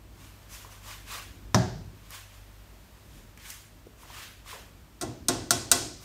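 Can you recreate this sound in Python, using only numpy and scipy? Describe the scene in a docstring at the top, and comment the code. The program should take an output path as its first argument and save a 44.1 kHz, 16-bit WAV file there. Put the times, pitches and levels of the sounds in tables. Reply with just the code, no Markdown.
"""Knock and taps in a small kitchen.

One knuckle knock booms in a microwave door, then quick fingernail taps ring a stove's enamelled steel top.
Slippers shuffle on laminate with small ticks of sole and floor as the holder of a phone turns.
A fridge hums over the hiss of room and microphone."""
import sys
import numpy as np
from scipy import signal
from scipy.fft import rfft, irfft, next_fast_len
from scipy.io import wavfile
from scipy.ndimage import uniform_filter1d

SR = 44100
rng = np.random.default_rng(int(sys.argv[2]) if len(sys.argv) > 2 else 0)


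def log_audio(samples):
    """Write samples as a 16-bit WAV file to the path given in sys.argv[1]."""
    # one column per channel
    frames = np.atleast_2d(samples).T
    # limit to full scale, then quantise
    limited = np.clip(frames, -1, 1)
    pcm = np.round(limited * 32767).astype(np.int16)
    wavfile.write(sys.argv[1], SR, pcm)


N = 266707

# Blows: start_s, click_db, ring_db, room_db, hardness_db_per_octave
DOOR_KNOCK = [(1.545, -15, -19.5, -24, 0.3)]
STOVE_TAPS = [(5.012, -29, -43, -44.5, 2.4), (5.023, -32, -33, -34.5, -3.5),
              (5.284, -14.5, -27.5, -27.5, 0.14), (5.507, -10.5, -31, -27.5, 2.3),
              (5.715, -7, -31.5, -24.5, 3.4)]
# Modes of door with cabinet, and of steel top: pitch_hz, level_db, t60_s
DOOR_MODES = [(98, -10, 0.68), (116, 1, 0.43), (130.1, 3.5, 0.25), (185.2, 2, 0.34), (223, 3, 0.1),
              (247, -18.5, 0.31), (266, -11, 0.2215), (365.7, -12, 0.4), (635, -7.5, 0.26),
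              (737.06, -27, 0.1625), (858, -18, 0.31), (930, -21, 0.38), (1620, -20, .25)]
STOVE_MODES = [(95.4, -9, 0.5), (105, -11, 0.44), (111.7, -12, 0.44), (124.22, -6.5, 0.34), (178, -9, 0.21),
               (258, -3.5, 0.36), (313, -15, 0.56), (363.9, 3.5, 0.19), (500, -9.5, 0.14), (644, -14, 0.25),
               (696.21, 2, 0.21), (1074, -7, 0.2), (1373, -0.5, 0.084), (1497.3, -17.5, 0.51),
               (1975, -10, 0.19155), (2400, -16, 0.12), (2655.6, -15.5, 0.27), (3325, -17, 0.3822),
               (3770, -3, 0.09467), (4140, -26, 0.2), (4760, -27, 0.377), (5130, -22.5, 0.1884),
               (5430, -15, 0.2313), (6000, -20, 0.3829), (6800, -14, 0.18), (7600, -18, 0.19),
               (8128, -24, 0.22), (8900, -19, 0.2107)]
# Contact click spectra: freq_hz, density_db
DOOR_CLICK = [(500, -16), (850, 0.5), (1300, 2.5), (1900, -11), (3200, -20), (3750, -5), (4200, -12.5),
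              (5100, -3), (6500, -9.5), (8500, -23), (11500, -24), (15200, -30), (16500, -58)]
STOVE_CLICK = [(600, -13.5), (1100, -11), (1400, 1.5), (1650, -7), (1950, -22), (3300, -10.5), (3900, -6),
               (6300, -0.5), (7400, -6), (8800, 2), (10200, -14.5), (12000, -11.5), (15200, -17.5),
               (16700, -62)]
# Room tail spectra: freq_hz, density_db
DOOR_TAIL = [(50, -34), (85, -6), (120, -7.5), (200, -8), (285, -18.5), (370, -16.5), (500, -19.5),
             (700, -14), (1100, -24), (1650, -22.5), (2500, -34.5), (5300, -30), (7200, -33.5), (8500, -42),
             (15500, -53)]
STOVE_TAIL = [(50, -20), (80, 0.5), (120, 0.5), (185, -9), (300, -1.5), (500, -9), (700, -6.5), (900, -9),
              (1400, -14), (2200, -18.5), (3000, -19), (4200, -17), (6300, -16), (9000, -18.5),
              (10300, -27.5), (12000, -27.5), (15500, -38)]
# Slipper strokes: start_s, swell_s, scuff_db, body_rel_db, grit_rel_db
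SLIPPER_STROKES = [(.125, 0.13, -57, -3, -0.5), (.480, 0.06416, -49.5, -8.5, 2.5),
                   (.590, 0.027, -55, -4, -2.5), (.690, 0.038, -56.5, -4, 1),
                   (.810, 0.097, -46, -2.5, -1.5), (1.049, 0.091, -40.5, -4.5, -3),
                   (1.900, 0.17, -61, -6, -3.5), (2.083, 0.065, -46.5, -6, -1.5),
                   (2.310, 0.036, -59.5, -6, -2), (3.050, 0.12, -60.5, -10, 0.5),
                   (3.355, 0.10406, -51.5, -10, -2.5), (3.430, 0.078, -49, -5.5, 3.5),
                   (3.960, 0.067, -57.5, -1.5, 0.5), (4.040, 0.15, -45.5, -8, -5),
                   (4.190, 0.04148, -48, -19, -4.5), (4.442, 0.06923, -45, -8, -2.5),
                   (5.990, 0.091, -51, -3, 2)]
# Sole friction spectra, low to high: freq_hz, density_db
SOLE_BODY = [(250, -21), (500, -8), (750, -7), (1100, 6.5), (1400, -3.5), (2200, -47)]
SOLE_SCUFF = [(700, -39), (1500, -1.5), (2000, -2.5), (3200, -3), (4800, -8), (8000, -22.5)]
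SOLE_GRIT = [(3000, -38), (5000, -9.5), (6500, -6.5), (10500, -12), (12500, -11.5), (15500, -15.5)]
# Sole and floor ticks: start_s, level_db, pitch_hz, t60_cycles, snap_rel_db
FLOOR_TICKS = [(0.648, -37, 1058, 21.02, -21), (0.692, -42, 1060, 20, -20), (1.075, -52, 1160, 16, -10),
               (1.151, -30.5, 1188, 24, -20), (2.106, -40.5, 1149, 22, 1), (3.375, -38, 2280, 17.44, -9),
               (3.503, -36, 2900, 11.56, 4), (3.8691, -29.5, 433.9, 5.9, -32),
               (4.033, -37.5, 1030, 17, -17.5), (4.102, -35.5, 959.4, 16, -25),
               (4.166, -40.5, 1230, 33, -20), (4.461, -41, 1130, 19.02, -19.5),
               (4.529, -35.5, 1030, 49, -18)]
# Low hum level, swelling briefly after the door knock: time_s, fundamental_db, octave_db
FRIDGE_HUM = [(0.0, -57.5, -57.5), (0.3, -75, -56), (0.45, -52, -55), (1.45, -49.5, -55), (1.68, -50, -52),
              (1.85, -46, -48), (2.0, -53, -56.5), (2.6, -51, -59), (3.3, -59, -59.5), (4.3, -56, -60.5),
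              (5.0, -59, -62.5), (6.05, -63, -57)]
# Background spectra: freq_hz, density_db
FRIDGE_RUMBLE = [(15, -40), (30, -11), (42, 3.5), (60, 3.5), (107, -12), (124, -7), (345, -13.5),
                 (419, -17.5), (900, -38.5), (1170, -55.5), (1980, -120)]
ROOM_HISS = [(350, -15), (600, -1), (736, -5), (942, -3.5), (1540, -7), (1670, -7.5), (2020, -8.5),
             (2620, -9), (3690, -11.5), (9000, -16), (10500, -20), (12500, -14.5), (15700, -19)]
# Kitchen reverberation: freq_hz, t60_s
ROOM_DECAY = [(100, 1), (300, 0.74), (1000, 0.4775), (5000, 0.67), (9000, 0.47), (14000, 0.3375)]

NOISE_TOP_HZ, BAND_TOP_HZ = 15650, 16855


def door_knock():
    """A knuckle on the glass door booms in the hollow cabinet."""
    return struck(DOOR_KNOCK, DOOR_MODES, DOOR_CLICK, DOOR_TAIL, opposed=False,
                  snap_db=-3, click_t60_s=0.049, rise_cycles=0.68, waver=0.5, tail_rise_s=0.0017)


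def stove_taps():
    """Nails on thin enamelled steel: bright clatter over a tinny ring."""
    return struck(STOVE_TAPS, STOVE_MODES, STOVE_CLICK, STOVE_TAIL, opposed=True,
                  snap_db=-32, click_t60_s=0.05, rise_cycles=3.2, waver=0.21, tail_rise_s=0.00049)


def struck(blows, modes, click_spectrum, tail_spectrum, opposed,
           snap_db, click_t60_s, rise_cycles, waver, tail_rise_s):
    """Each blow: a noise click with a sharp snap, modes at fresh strengths, a room tail."""
    out, t = np.zeros(N + SR), np.arange(SR) / SR
    drift = waver * t / (t + 0.03)  # reflections gradually unsettle level and phase
    click_fall = amp(-60 * t / click_t60_s) + amp(snap_db - 60 * t / 0.01)
    click_envelope = click_fall * (1 - np.exp(-t / 0.00017))
    for start_s, click_db, ring_db, room_db, hardness in blows:
        tilt_db = lambda hz: hardness * np.log2(1 + hz / 500)  # harder blow, more treble
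        click = amp(click_db) * click_envelope * noise(click_spectrum, size=SR, top_hz=BAND_TOP_HZ)
        ring = np.zeros(SR)
        for k, (hz, db, t60_s) in enumerate(modes):
            strike_db = db + tilt_db(hz) + rng.normal(0, 1.5)
            fall = amp(strike_db - 60 * t / t60_s + 2.468 * drift * wobble(36.6, size=SR))
            rise = 1 - np.exp(-t * hz / rise_cycles)
            sign = (-1) ** k if opposed else 1  # opposed neighbours cancel first, bloom later
            phase = 2 * np.pi * hz * t + drift * wobble(25.7, size=SR)
            ring += sign * fall * rise * np.sin(phase)
        tail = room_tail([(hz, db + tilt_db(hz)) for hz, db in tail_spectrum], modes)
        tail *= amp(room_db) * (1 - np.exp(-t / tail_rise_s))
        out[round(start_s * SR):][:SR] += click + amp(ring_db) * ring + tail
    return out[:N]


def slippers(body_t60_s=0.37, scuff_t60_s=0.61, grit_t60_s=0.5453):
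    """Soles drag on laminate: three bands of friction noise swell and fade with each stroke."""
    t = np.arange(N) / SR
    grain = amp(0.51 * wobble(150) + 0.19 * wobble(40))  # stick-slip
    bands = [rasp(grain * noise(band), depth_db=2.0) for band in (SOLE_BODY, SOLE_SCUFF, SOLE_GRIT)]
    power = np.zeros((3, N))
    for start_s, swell_s, scuff_db, body_db, grit_db in SLIPPER_STROKES:
        swell = np.clip((t - start_s) / swell_s, 0, 1) ** 1.0457
        past_peak_s = np.maximum(t - start_s - swell_s, 0)
        fades_db = [body_db - 60 * past_peak_s / body_t60_s,
                    -60 * past_peak_s / scuff_t60_s,
                    grit_db - 60 * past_peak_s / grit_t60_s]
        power += (swell * amp(scuff_db) * amp(fades_db)) ** 2
    return np.sum(np.sqrt(power) * bands, axis=0)


def floor_ticks():
    """Soles and boards tick: damped pop, bright snap, faint room echo."""
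    out, t = np.zeros(N + SR), np.arange(SR) / SR
    for start_s, db, hz, t60_cycles, snap_db in FLOOR_TICKS:
        envelope = (1 - np.exp(-t * hz / 0.47)) * amp(-60 * t * hz / t60_cycles)
        pop = envelope * np.sin(2 * np.pi * hz * t)
        snap = amp(snap_db - 60 * t / 0.018) * noise(SOLE_GRIT, size=SR)
        echo_spectrum = [(hz / 3, -30), (hz / 2.55, -3), (hz * 1.02, -3), (hz * 4, -30)]
        echo = amp(-21.5) * t60_cycles / 16 * room_tail(echo_spectrum)
        out[round(start_s * SR):][:SR] += amp(db) * (pop + snap + echo)
    return out[:N]


def fridge(mains_hz=49.5):
    """Mains hum and its octave, wavering in level and phase, over a low rumble."""
    t = np.arange(N) / SR
    time_s, fundamental_db, octave_db = np.transpose(FRIDGE_HUM)
    phase = 2 * np.pi * mains_hz * t
    fundamental_rms = amp(np.interp(t, time_s, fundamental_db) + 1.6 * wobble(9))
    fundamental = fundamental_rms * np.sin(phase + 0.6 * wobble(2.3))
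    octave_rms = amp(np.interp(t, time_s, octave_db) + 2.1 * wobble(12))
    octave = octave_rms * np.sin(2 * phase + 1.058 * wobble(5.6))
    rumble = amp(-52.5 + 2.2 * wobble(5.03)) * noise(FRIDGE_RUMBLE)
    return np.sqrt(2) * (fundamental + octave) + rumble


def hiss():
    """Room air and microphone hiss, wavering slightly."""
    return amp(-60.0 + 1.3696 * wobble(2.29)) * noise(ROOM_HISS)


def room_tail(spectrum, modes=(), peak_db=6, half_width_hz=14.8):
    """Diffuse 1 s tail with peaks at the modes above 250 Hz; each frequency decays at its own rate."""
    peaks = lambda f: sum(1 / (1 + ((f - hz) / half_width_hz) ** 2) for hz, _, _ in modes if hz > 250)
    wash = unit(filtered(noise(spectrum, size=SR), lambda f: amp(peak_db * peaks(f))))
    hz, t, bins = signal.stft(wash, SR, nperseg=512)
    decay = amp(-60 * t / log_interp(ROOM_DECAY, hz)[:, None])
    return signal.istft(bins * decay, SR, nperseg=512)[1][:SR]


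def rasp(x, depth_db):
    """Roughen noise with random gain patches in time and frequency; rms 1."""
    bins = signal.stft(x, nperseg=512)[2]
    patches = uniform_filter1d(rng.standard_normal(bins.shape), size=3, axis=0)
    patches = unit(uniform_filter1d(patches, size=4, axis=1))
    return unit(signal.istft(bins * amp(depth_db * patches), nperseg=512)[1][:N])


def noise(spectrum, size=N, top_hz=NOISE_TOP_HZ):
    """Coloured noise, rms 1."""
    response = lambda hz: amp(log_interp(spectrum, hz)) * (hz < top_hz)
    return unit(filtered(rng.standard_normal(size), response))


def wobble(rate_hz, size=N):
    """Straight lines between Gaussian random knots."""
    knots = rng.standard_normal(int(size * rate_hz / SR) + 2)
    return np.interp(np.arange(size) * rate_hz / SR, np.arange(len(knots)), knots)


def filtered(x, response):
    """Zero-phase filter with gain response(hz)."""
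    n_fft = next_fast_len(x.shape[-1] + SR // 2)
    gain = response(np.fft.rfftfreq(n_fft, 1 / SR))
    return irfft(rfft(x, n_fft) * gain, n_fft)[..., :x.shape[-1]]


def log_interp(points, hz):
    """Interpolate (freq_hz, value) points on a log frequency axis."""
    freq_hz, values = np.transpose(points)
    return np.interp(np.log(hz + 1), np.log(freq_hz + 1), values)


def amp(db):
    """dB to gain."""
    return 10 ** (np.asarray(db) / 20)


def unit(x):
    """Scale to rms 1."""
    return x / np.sqrt(np.mean(x ** 2) + 1e-20)


def scene():
    """All sources, mono."""
    return (door_knock() + stove_taps() + slippers() + floor_ticks() + fridge() + hiss())[None]


def record(dry):
    """Microphone: soft peak clipping, bass roll-off, band limit."""
    ceiling, low_cut_hz = 0.72, 33.6
    soft = dry / (1 + np.abs(dry / ceiling) ** 4) ** (1 / 4)
    return filtered(soft, lambda hz: (hz < BAND_TOP_HZ) * hz ** 4 / (hz ** 4 + low_cut_hz ** 4))


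dry = scene()
out = record(dry)
log_audio(out)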